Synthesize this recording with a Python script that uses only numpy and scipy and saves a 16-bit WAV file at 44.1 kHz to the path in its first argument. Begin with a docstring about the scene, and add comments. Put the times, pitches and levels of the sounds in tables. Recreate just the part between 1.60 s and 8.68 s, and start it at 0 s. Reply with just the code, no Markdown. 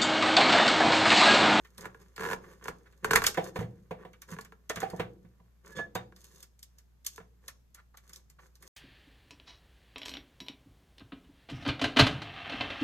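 """Over a low mains hum in a small quiet room, hands work plastic wiring plugs onto a circuit board in
a sheet-steel case, close to a phone. Fingers and wires rub, housings click, and a tight plug slips in
jerks that ring the board until it snaps home at about 1.6 s. The case then takes a run of knocks.
Just after 4 s plastic squeaks on plastic between two more knocks; lighter clicks and rubs follow."""
import sys
import numpy as np
from scipy import signal
from scipy.fft import rfft, irfft, next_fast_len
from scipy.io import wavfile
from scipy.ndimage import uniform_filter1d

SR = 44100
rng = np.random.default_rng(int(sys.argv[2]) if len(sys.argv) > 2 else 0)


def persist_wave(psi):
    """Save psi, clipped to +-1, as 16-bit WAV."""
    counts = np.round(np.clip(psi, -1, 1) * 32767).astype(np.int16)
    wavfile.write(sys.argv[1], SR, np.atleast_2d(counts).T)


N = 312228
TIME = np.arange(N) / SR
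HIT_TIME = np.arange(8192) / SR  # time axis of one short hit

# modes of the steel case: (frequency [Hz], level [dB], t60 [s])
CASE_MODES = [(118.2, 2.5, 0.077), (174, 5.5, 0.092), (343, -3.5, 0.027), (355, -2.5, 0.041),
              (453, -4, 0.075), (487, -5, 0.066), (666, -6, 0.07), (735, -9, 0.092), (870, -11, 0.053),
              (963, 7, 0.017)]
# EQ of a plastic contact's bright edge: (frequency [Hz], gain [dB])
PLASTIC_EDGE_EQ = [(900, -33.5), (2200, -5.5), (3100, -0.5), (4700, 3.5), (6700, 4), (8500, 1.5),
                   (10000, -1.5), (12000, 4), (14000, -5), (16000, -22)]
# EQ of its duller body: (frequency [Hz], gain [dB])
PLASTIC_BODY_EQ = [(100, -8.5), (400, -9), (700, -13), (1100, -4.5), (1700, -1), (2400, -8), (3500, -14),
                   (6000, -35.5)]


def undb(db):
    """Decibels to gain."""
    return 10 ** (np.asarray(db) / 20)


def colour(x, points):
    """Minimum-phase EQ through the points (frequency [Hz], gain [dB])."""
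    hz, db = np.transpose(points)
    size = 2 * next_fast_len(x.shape[-1])
    log_hz = np.log(np.fft.rfftfreq(size, 1 / SR) + 1)
    cepstrum = irfft(np.log(undb(np.interp(log_hz, np.log(hz), db))))
    cepstrum[1:size // 2] *= 2
    cepstrum[size // 2 + 1:] = 0
    return irfft(rfft(x, size) * np.exp(rfft(cepstrum)))[..., :x.shape[-1]]


def fade(t, t60):
    """Exponential decay, 60 dB down after t60 seconds."""
    return np.exp(-np.log(1000) * t / t60)


def level(x, db):
    """Set the RMS level."""
    return x * undb(db) / np.sqrt(np.mean(x ** 2))


def peak(x, db):
    """Set the RMS level of the loudest 4 ms."""
    return x * undb(db) / np.sqrt(uniform_filter1d(x ** 2, 176, mode="constant").max())


def add(track, s, x):
    """Mix a sound in at s seconds."""
    i = max(int(s * SR), 0)
    track[i:i + len(x)] += x[:N - i]


def drift(eq):
    """Random modulation of unit RMS, its speed set by the EQ."""
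    return level(colour(rng.standard_normal(N), eq), 0)


def strike(modes, scatter_db, detune):
    """Damped modes, one a row; the grip shifts their levels and pitches at each blow."""
    chance = rng.standard_normal((len(modes), 2))
    partials = []
    for (hz, db, t60), (louder, sharper) in zip(modes, chance):
        tone = np.sin(2 * np.pi * hz * (1 + detune * sharper) * HIT_TIME)
        partials.append(undb(db + scatter_db * louder) * fade(HIT_TIME, t60) * tone)
    return np.array(partials)


def crack(eq, db, snap_t60, chatter_db, chatter_t60):
    """A plastic contact: a snap, softer in attack the longer it lasts, then the parts chatter briefly."""
    decay = fade(HIT_TIME, snap_t60) + undb(chatter_db) * fade(HIT_TIME, chatter_t60)
    attack = 1 - fade(HIT_TIME, snap_t60 / 2)
    return peak(colour(rng.standard_normal(len(HIT_TIME)) * attack * decay, eq), db)


def housing_ring(x):
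    """The narrow resonances of the plug housings, driven by x."""
    # housing resonances: (frequency [Hz], bandwidth [Hz], gain [dB])
    resonances = [(2324, 29, -2.5), (3410, 18, 0), (3594, 54, 3), (4323, 32, 1), (4800, 35, 1),
                  (5380, 100, 1), (6430, 130, 5), (7120, 63, 1), (8340, 57, 2)]
    return sum(undb(db) * signal.lfilter(*signal.iirpeak(hz, hz / width, fs=SR), x)
               for hz, width, db in resonances)


def hollow(x, ring_db):
    """Contact noise, heard directly and ringing in the housings."""
    return x + undb(ring_db) * housing_ring(x)


def room_tone():
    """The bed: mains hum that wavers a little, low room rumble and faint hiss."""
    # mains partials: (frequency [Hz], level [dB])
    partials = [(59.4, -62.5), (119.5, -80)]
    # EQ of the rumble and hiss: (frequency [Hz], gain [dB])
    air_eq = [(20, -7), (80, -3), (170, -3), (300, -20.5), (1000, -35), (3000, -42), (7500, -45),
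              (9800, -50), (12500, -40.5), (16000, -59)]
    hum = sum(level(np.sin(2 * np.pi * (hz * TIME + rng.random())), db) for hz, db in partials)
    waver_db = 0.68 * drift([(3, 0), (8, -12), (30, -60)])
    centre, left, right = colour(rng.standard_normal((3, N)), air_eq)
    wide = colour(np.array([left, right]), [(120, -11.5), (1000, 3.0)])
    return hum * undb(waver_db) + level(centre, -77) + level(wide, -71)


def reverb(x):
    """Quick bright reflections inside the steel case, then the room, where the low mids linger."""
    # room tail by band: (centre [Hz], t60 [s], level [dB])
    bands = [(120, 0.58, -2.5), (300, 0.66, -6), (443, 0.61, -6.5), (638.7, 0.33, -3.5), (1001.7, 0.26, -7),
             (1930, 0.15, -8), (5760, 0.35, -12), (13000, 0.048, -6)]
    centres, t60s, dbs = np.transpose(bands)
    t = TIME[:SR]
    hz = np.fft.rfftfreq(SR, 1 / SR) + 1
    shared = np.clip(1 - hz / 650, 0, 1)  # long waves reach both microphone ports alike
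    noise = rfft(rng.standard_normal((2, SR)))
    noise = (noise + shared * noise[::-1]) / np.sqrt(1 + shared ** 2)
    tail = 0
    for share, t60, db in zip(np.eye(len(bands)), t60s, dbs):
        envelope = fade(t, t60) * (1 - fade(t, 0.013))
        band = irfft(noise * np.interp(np.log(hz), np.log(centres), share), SR)
        tail = tail + undb(db) * band * envelope / np.linalg.norm(envelope)
    envelope = fade(t, 0.049) * (1 - fade(t, 0.0072))
    early = rng.standard_normal((2, SR)) * envelope / np.linalg.norm(envelope)
    early = colour(early, [(300, -7.5), (1500, -6), (4000, -2.0)])
    return signal.fftconvolve(x[None], early + tail, axes=1)[:, :N]


def mic_ports(x):
    """Stereo image: the work lies nearer the left port, while the right one hears more of the mids."""
    # phase between the ports: (frequency [Hz], left lead [rad])
    phase = [(0, 0), (430, 0), (1030, 0.88), (1810, 0.45), (2760, 2), (4220, 1.82), (6370, 6.5), (8610, 8),
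             (10200, 9.5), (12000, 15), (14600, 9.5)]
    # balance between the ports: (frequency [Hz], left minus right [dB])
    balance = [(60, -0.5), (110, 0), (200, -5), (380, 1.5), (700, -6.5), (1290, -3), (2000, -3.5),
               (4400, -3), (8120, 0.5), (15000, -1)]
    hz = np.fft.rfftfreq(2 * N, 1 / SR)
    lead = np.interp(hz, *np.transpose(phase))
    tilt = undb(np.interp(hz, *np.transpose(balance)) / 2)
    return irfft(rfft(x, 2 * N) * np.array([tilt, np.exp(-1j * lead) / tilt]))[:, :N]


def friction(catches_per_s, spread_db, hiss_db):
    """Many tiny catches of uneven size over a smooth hiss."""
    sizes = undb(spread_db * np.minimum(rng.exponential(size=N), 4)) * rng.choice([-1, 1], N)
    catches = sizes * (rng.random(N) < catches_per_s / SR)
    return level(catches, 0) + undb(hiss_db) * rng.standard_normal(N)


def effort():
    """Pressure and wire-bending envelopes: each stroke builds, lets go and settles over a light touch."""
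    # finger strokes: (start [s], end [s], pressure [dB], wire rustle [dB])
    strokes = [(0.176, 0.277, -49, -63), (0.395, 0.425, -59, -60), (0.584, 0.74, -44, -56),
               (0.814, 0.938, -55.5, -64.5), (1.013, 1.11, -48, -62), (1.431, 1.586, -40, -60),
               (1.645, 1.7, -49, -44), (1.812, 1.893, -48, -51), (1.945, 2.029, -54, -54.5),
               (2.381, 2.432, -53.5, -74.5), (2.678, 2.745, -50.5, -52), (3.144, 3.416, -54.5, -64),
               (4.038, 4.137, -56, -62.5), (4.152, 4.207, -40, -61), (4.552, 4.85, -66.5, -61.5),
               (5.476, 5.572, -78, -59.5), (5.82, 5.89, -67, -70), (6.425, 6.602, -69, -68),
               (6.792, 6.87, -66.5, -66), (7.002, 7.082, -62.5, -60.5)]
    resting_db = (-92, -97)  # pressure, wire rustle
    wander_db = 5.5 * drift([(4, 0), (12, -15), (40, -60)])
    out = undb(resting_db)[:, None] * undb(wander_db)
    for start, end, *dbs in strokes:
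        corners = [start - 0.005, start + 0.016, end - 0.008, end + 0.0083]
        press = np.interp(TIME, corners, [0.0046, 0.53, 0.91, 0])
        # the wires keep rubbing as the hand eases off
        settle = undb(-15) * (TIME > end) * fade(np.abs(TIME - end), t60=0.22)
        out = out + undb(dbs)[:, None] * (press + settle)
    return out


def hands():
    """Pressure scrapes the board and makes the case rumble; the wires rustle as they bend."""
    # the case under a sliding finger: (frequency [Hz], gain [dB])
    rumble_eq = [(60, -12), (170, -5), (260, 0.5), (400, 4), (520, -1), (900, -17)]
    # board scrape: (frequency [Hz], gain [dB])
    scrape_eq = [(300, -13), (700, -9), (1050, 2), (1300, -2.5), (1650, 1.5), (2300, -10), (3300, -16),
                 (6000, -38.5)]
    # wire rustle: (frequency [Hz], gain [dB])
    rustle_eq = [(1200, -21), (2800, -5), (6500, -0.5), (8500, -4), (10000, -3), (12500, -2.5), (14200, -7),
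                 (16000, -27.5)]
    firm_db, rumble_growth = -43.5, 1.137  # a firm stroke; dB of rumble per dB of pressure
    pressure, bending = effort()
    low_modes = [mode for mode in CASE_MODES if mode[0] < 520]
    case = colour(strike(low_modes, scatter_db=5.0, detune=0.026).sum(0), rumble_eq)
    drag = friction(catches_per_s=280, spread_db=-1.0, hiss_db=-8.0)
    rumble = level(signal.fftconvolve(drag, case)[:N], -40)
    scrape = colour(friction(catches_per_s=430, spread_db=4.5, hiss_db=-5.0), scrape_eq)
    wires = colour(friction(catches_per_s=290, spread_db=5.5, hiss_db=-3.5), rustle_eq)
    rustle = level(hollow(wires, ring_db=3.0), -1.6)
    rumble_gain = (pressure / undb(firm_db)) ** rumble_growth
    return rumble_gain * rumble + pressure * level(scrape, -3.0) + bending * rustle


def scuffs():
    """A fingertip scuffs a housing: short grainy rubs, each with the colour of the touched part."""
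    # scuffs: (time [s], length [s], level [dB], centre [Hz])
    cues = [(1.252, 0.033, -59, 1530), (3.796, 0.014, -63.5, 947), (6.164, 0.053, -56.5, 1474),
            (6.339, 0.0195, -56, 1210), (6.784, 0.024, -55, 1277)]
    out = np.zeros(N)
    for s, length_s, db, hz in cues:
        swell = np.sin(np.pi * np.minimum(HIT_TIME / length_s, 1))
        rub = rng.laplace(size=len(HIT_TIME)) * swell
        add(out, s, peak(colour(rub, [(hz / 2, -14), (hz, 0), (2 * hz, -17), (10 * hz, -40)]), db))
    return out


def squeak():
    """One housing slides over another and sings until they stick; the rub rings its walls roughly."""
    # swell and fall of the squeak: (time [s], level [dB])
    contour = [(4.11, -46), (4.156, -62), (4.195, -36.5), (4.213, -36.5), (4.232, -44.5), (4.256, -50)]
    times, dbs = np.transpose(contour)
    gate = np.interp(TIME, [times[0], times[0] + 0.023, times[-1], times[-1] + 0.006], [0, 1, 1, 0])
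    pitch_hz = 1710 * (1 + 0.003 * drift([(150, 1), (600, -46)]))
    tone = level(np.sin(2 * np.pi * np.cumsum(pitch_hz) / SR), 0)
    out = undb(np.interp(TIME, times, dbs)) * gate * tone
    rasp_at_s, rise_s = 4.148, 0.019
    rub = np.minimum(HIT_TIME / rise_s, 1) * fade(np.maximum(HIT_TIME - rise_s, 0), t60=0.2)
    rasp = housing_ring(rub * rng.standard_normal(len(HIT_TIME)))
    add(out, rasp_at_s, peak(colour(rasp, [(3700, 4), (6400, -7)]), -48.5))
    return out


def pings():
    """Touched parts ring out briefly and are choked by the hand."""
    # pings: (time [s], pitch [Hz], level [dB], t60 [s], hold before the choke [s])
    cues = [(1.778, 793, -28, 0.08, 0.0084), (3.099, 612, -35, 0.055, .04),
            (3.227, 777, -32.5, 0.34, 0.014), (4.353, 3690, -49.5, 0.24, 0.042)]
    out = np.zeros(N)
    for s, hz, db, t60, hold_s in cues:
        tone = np.sin(2 * np.pi * hz * HIT_TIME) * fade(HIT_TIME, t60)
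        attack = 1 - fade(HIT_TIME, 0.022)
        choke = fade(np.maximum(HIT_TIME - hold_s, 0), 0.035)
        add(out, s, peak(tone * attack * choke, db))
    return out


def knocks():
    """Blows on the case: the box thumps, its panels ring, and hard contact adds a bright-edged clack."""
    # knocks: (time [s], panel [dB], thump [dB], contact [dB])
    cues = [(1.772, -32, -43.5, -32), (1.778, -22.5, -35, -49), (1.958, -31, -43, -37),
            (1.989, -41.5, -28.5, -41.5), (2.008, -31, -53.5, -52.5), (2.025, -42, -36.5, -49.5),
            (2.309, -31.5, -40, -45), (2.449, -41.5, -51.5, -53), (2.721, -53, -38.5, -52),
            (3.099, -32.5, -65, -42.5), (3.169, -41, -38.5, -40.5), (3.228, -28.5, -43.5, -36),
            (3.333, -33, -38, -62.5), (3.396, -25.5, -33, -35), (3.648, -64, -49.5, -68),
            (3.805, -66, -58.5, -89), (4.188, -31.5, -44, -45), (4.353, -28.5, -37, -36),
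            (5.6, -51.5, -51.5, -55)]
    out = np.zeros(N)
    whole_box = np.array(CASE_MODES)[:, 0] < 270
    attack = 1 - fade(HIT_TIME, 0.031)  # big surfaces take a few milliseconds to get moving
    for s, panel_db, thump_db, contact_db in cues:
        modes = strike(CASE_MODES, scatter_db=2.5, detune=0.016) * attack
        thump = peak(modes[whole_box].sum(0), thump_db + 3.5)
        panels = peak(modes[~whole_box].sum(0), panel_db - 3)
        clack = crack(PLASTIC_BODY_EQ, contact_db, snap_t60=0.037, chatter_db=-10.5, chatter_t60=0.19)
        edge = crack(PLASTIC_EDGE_EQ, contact_db - 17, snap_t60=0.0049, chatter_db=-13, chatter_t60=0.114)
        add(out, s, thump + panels + clack + edge)
    return out


def clicks():
    """Housings tap each other and latches snap; a faint bright tick leads into each snap."""
    # clicks: (time [s], treble [dB], body [dB])
    cues = [(0.047, -63.5, -52), (0.18, -43.5, -70), (0.209, -46.5, -70), (0.5625, -46, -48),
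            (0.606, -46, -52), (1.041, -46.5, -57), (1.325, -66.5, -63), (1.558, -20, -19.5),
            (1.6395, -28, -23.5), (1.666, -16, -27), (1.744, -44.5, -39.5), (2.532, -61.5, -54),
            (2.6192, -44, -50.5), (2.81, -46, -55), (2.8482, -52, -52.5), (3.0964, -32.5, -30),
            (3.159, -38.5, -37.5), (3.203, -39, -40), (3.301, -47.5, -53), (4.352, -36, -40),
            (4.563, -53.5, -63), (4.643, -50, -75), (4.828, -45.5, -58.5), (4.992, -56, -77),
            (5.029, -43.5, -66), (5.185, -53.5, -67.5), (5.448, -46.5, -59), (5.465, -27.5, -51.5),
            (5.8814, -38, -44), (6.1465, -47.5, -59.5), (6.372, -49.5, -57), (6.494, -52, -58),
            (6.533, -44.5, -58.5), (6.56, -45, -73), (6.7, -54, -68), (6.9542, -56, -69.5),
            (7.025, -50, -55)]
    out = np.zeros(N)
    for s, treble_db, body_db in cues:
        lead_in = crack(PLASTIC_EDGE_EQ, treble_db - 16.5,
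                        snap_t60=0.022, chatter_db=-24, chatter_t60=0.06)
        snap = crack(PLASTIC_EDGE_EQ, treble_db - 2.5, snap_t60=0.0052, chatter_db=-26, chatter_t60=0.12)
        body = crack(PLASTIC_BODY_EQ, body_db - 3, snap_t60=0.057, chatter_db=-20.5, chatter_t60=0.13)
        add(out, s - 0.0038, lead_in)
        add(out, s, snap + body)
    return out


def disperse(x, lag_s):
    """Bending waves carry highs faster than lows: a falling chirp whose length scales with lag_s."""
    hz = np.fft.rfftfreq(2 * len(x), 1 / SR)
    turns = lag_s * np.sqrt(1000) * (2 * np.sqrt(hz) - hz / np.sqrt(SR / 2))
    return irfft(rfft(x, 2 * len(x)) * np.exp(-2j * np.pi * turns))[:len(x)]


def jerk(db):
    """A plug slips: a chirp runs through the board, and the contact cracks more the harder it stuck."""
    # circuit board modes: (frequency [Hz], level [dB], t60 [s])
    board_modes = [(457, 5, 0.075), (1057, 8.5, 0.03), (1430, 5, 0.065), (1460, 17.5, 0.0037),
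                   (1637, 8.5, 0.042), (2150, 1, 0.01), (2600, -7, 0.027)]
    hard_slip_db, crack_growth = -18.5, 1.3  # a hard jerk; dB of crack per dB of jerk
    board = disperse(strike(board_modes, scatter_db=3.0, detune=0.03).sum(0), lag_s=0.004)
    crack_db = -31 + crack_growth * (db - hard_slip_db)
    contact = crack(PLASTIC_EDGE_EQ, crack_db, snap_t60=0.02, chatter_db=-17, chatter_t60=0.11)
    return peak(board, db - 0.5) + contact


def slips():
    """A tight plug sticks and slips: single jerks, and one push where they come faster and harder."""
    # single jerks in the socket: (time [s], level [dB])
    cues = [(0.243, -43), (0.254, -36), (0.345, -48), (1.055, -39.5), (1.081, -30), (1.444, -22.5),
            (1.508, -19.5), (1.532, -18), (1.554, -20), (1.571, -26), (1.618, -27), (2.687, -51),
            (2.764, -47.5), (2.786, -37), (2.921, -48.5), (3.217, -37.5), (4.522, -54.5), (5.578, -42.5)]
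    # start and end of the long push: (time [s], gap between jerks [s], level [dB])
    push = [(0.578, 0.0145, -37.5), (0.735, 0.0095, -30)]
    out = np.zeros(N)
    for s, db in cues:
        add(out, s, jerk(db))
    times, gaps, dbs = np.transpose(push)
    s = times[0]
    for late, hard in rng.standard_normal((32, 2)):
        if s < times[-1]:
            add(out, s, jerk(np.interp(s, times, dbs) + 1.3 * hard))
        s += np.interp(s, times, gaps) * (1 + 0.24 * late)
    return out


def snap_home():
    """The plug seats with one hard, dry clack."""
    # modes of the clack: (frequency [Hz], level [dB], t60 [s])
    clack_modes = [(2030, 1, 0.0052), (7000, -5, 0.0014)]
    clack = strike(clack_modes, scatter_db=-1.5, detune=0).sum(0)
    out = np.zeros(N)
    add(out, 1.5594, peak(clack, -14.5))
    return out


def scene():
    """All the handling, heard directly and through the room, over the hum."""
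    contacts = hollow(clicks() + slips() + knocks() + snap_home(), ring_db=-7.0)
    handling = contacts + pings() + squeak() + scuffs() + hands()
    # the deep bass stays faint
    handling = colour(handling, [(30, -5.5), (140, -5.5), (400, -0.5)])
    return mic_ports(handling) + reverb(handling) + room_tone()


def record(dry):
    """The phone cuts the top steeply above 16 kHz."""
    return signal.sosfilt(signal.ellip(8, 0.2, 70, 16000, fs=SR, output="sos"), dry)


dry = scene()
out = record(dry)
persist_wave(out)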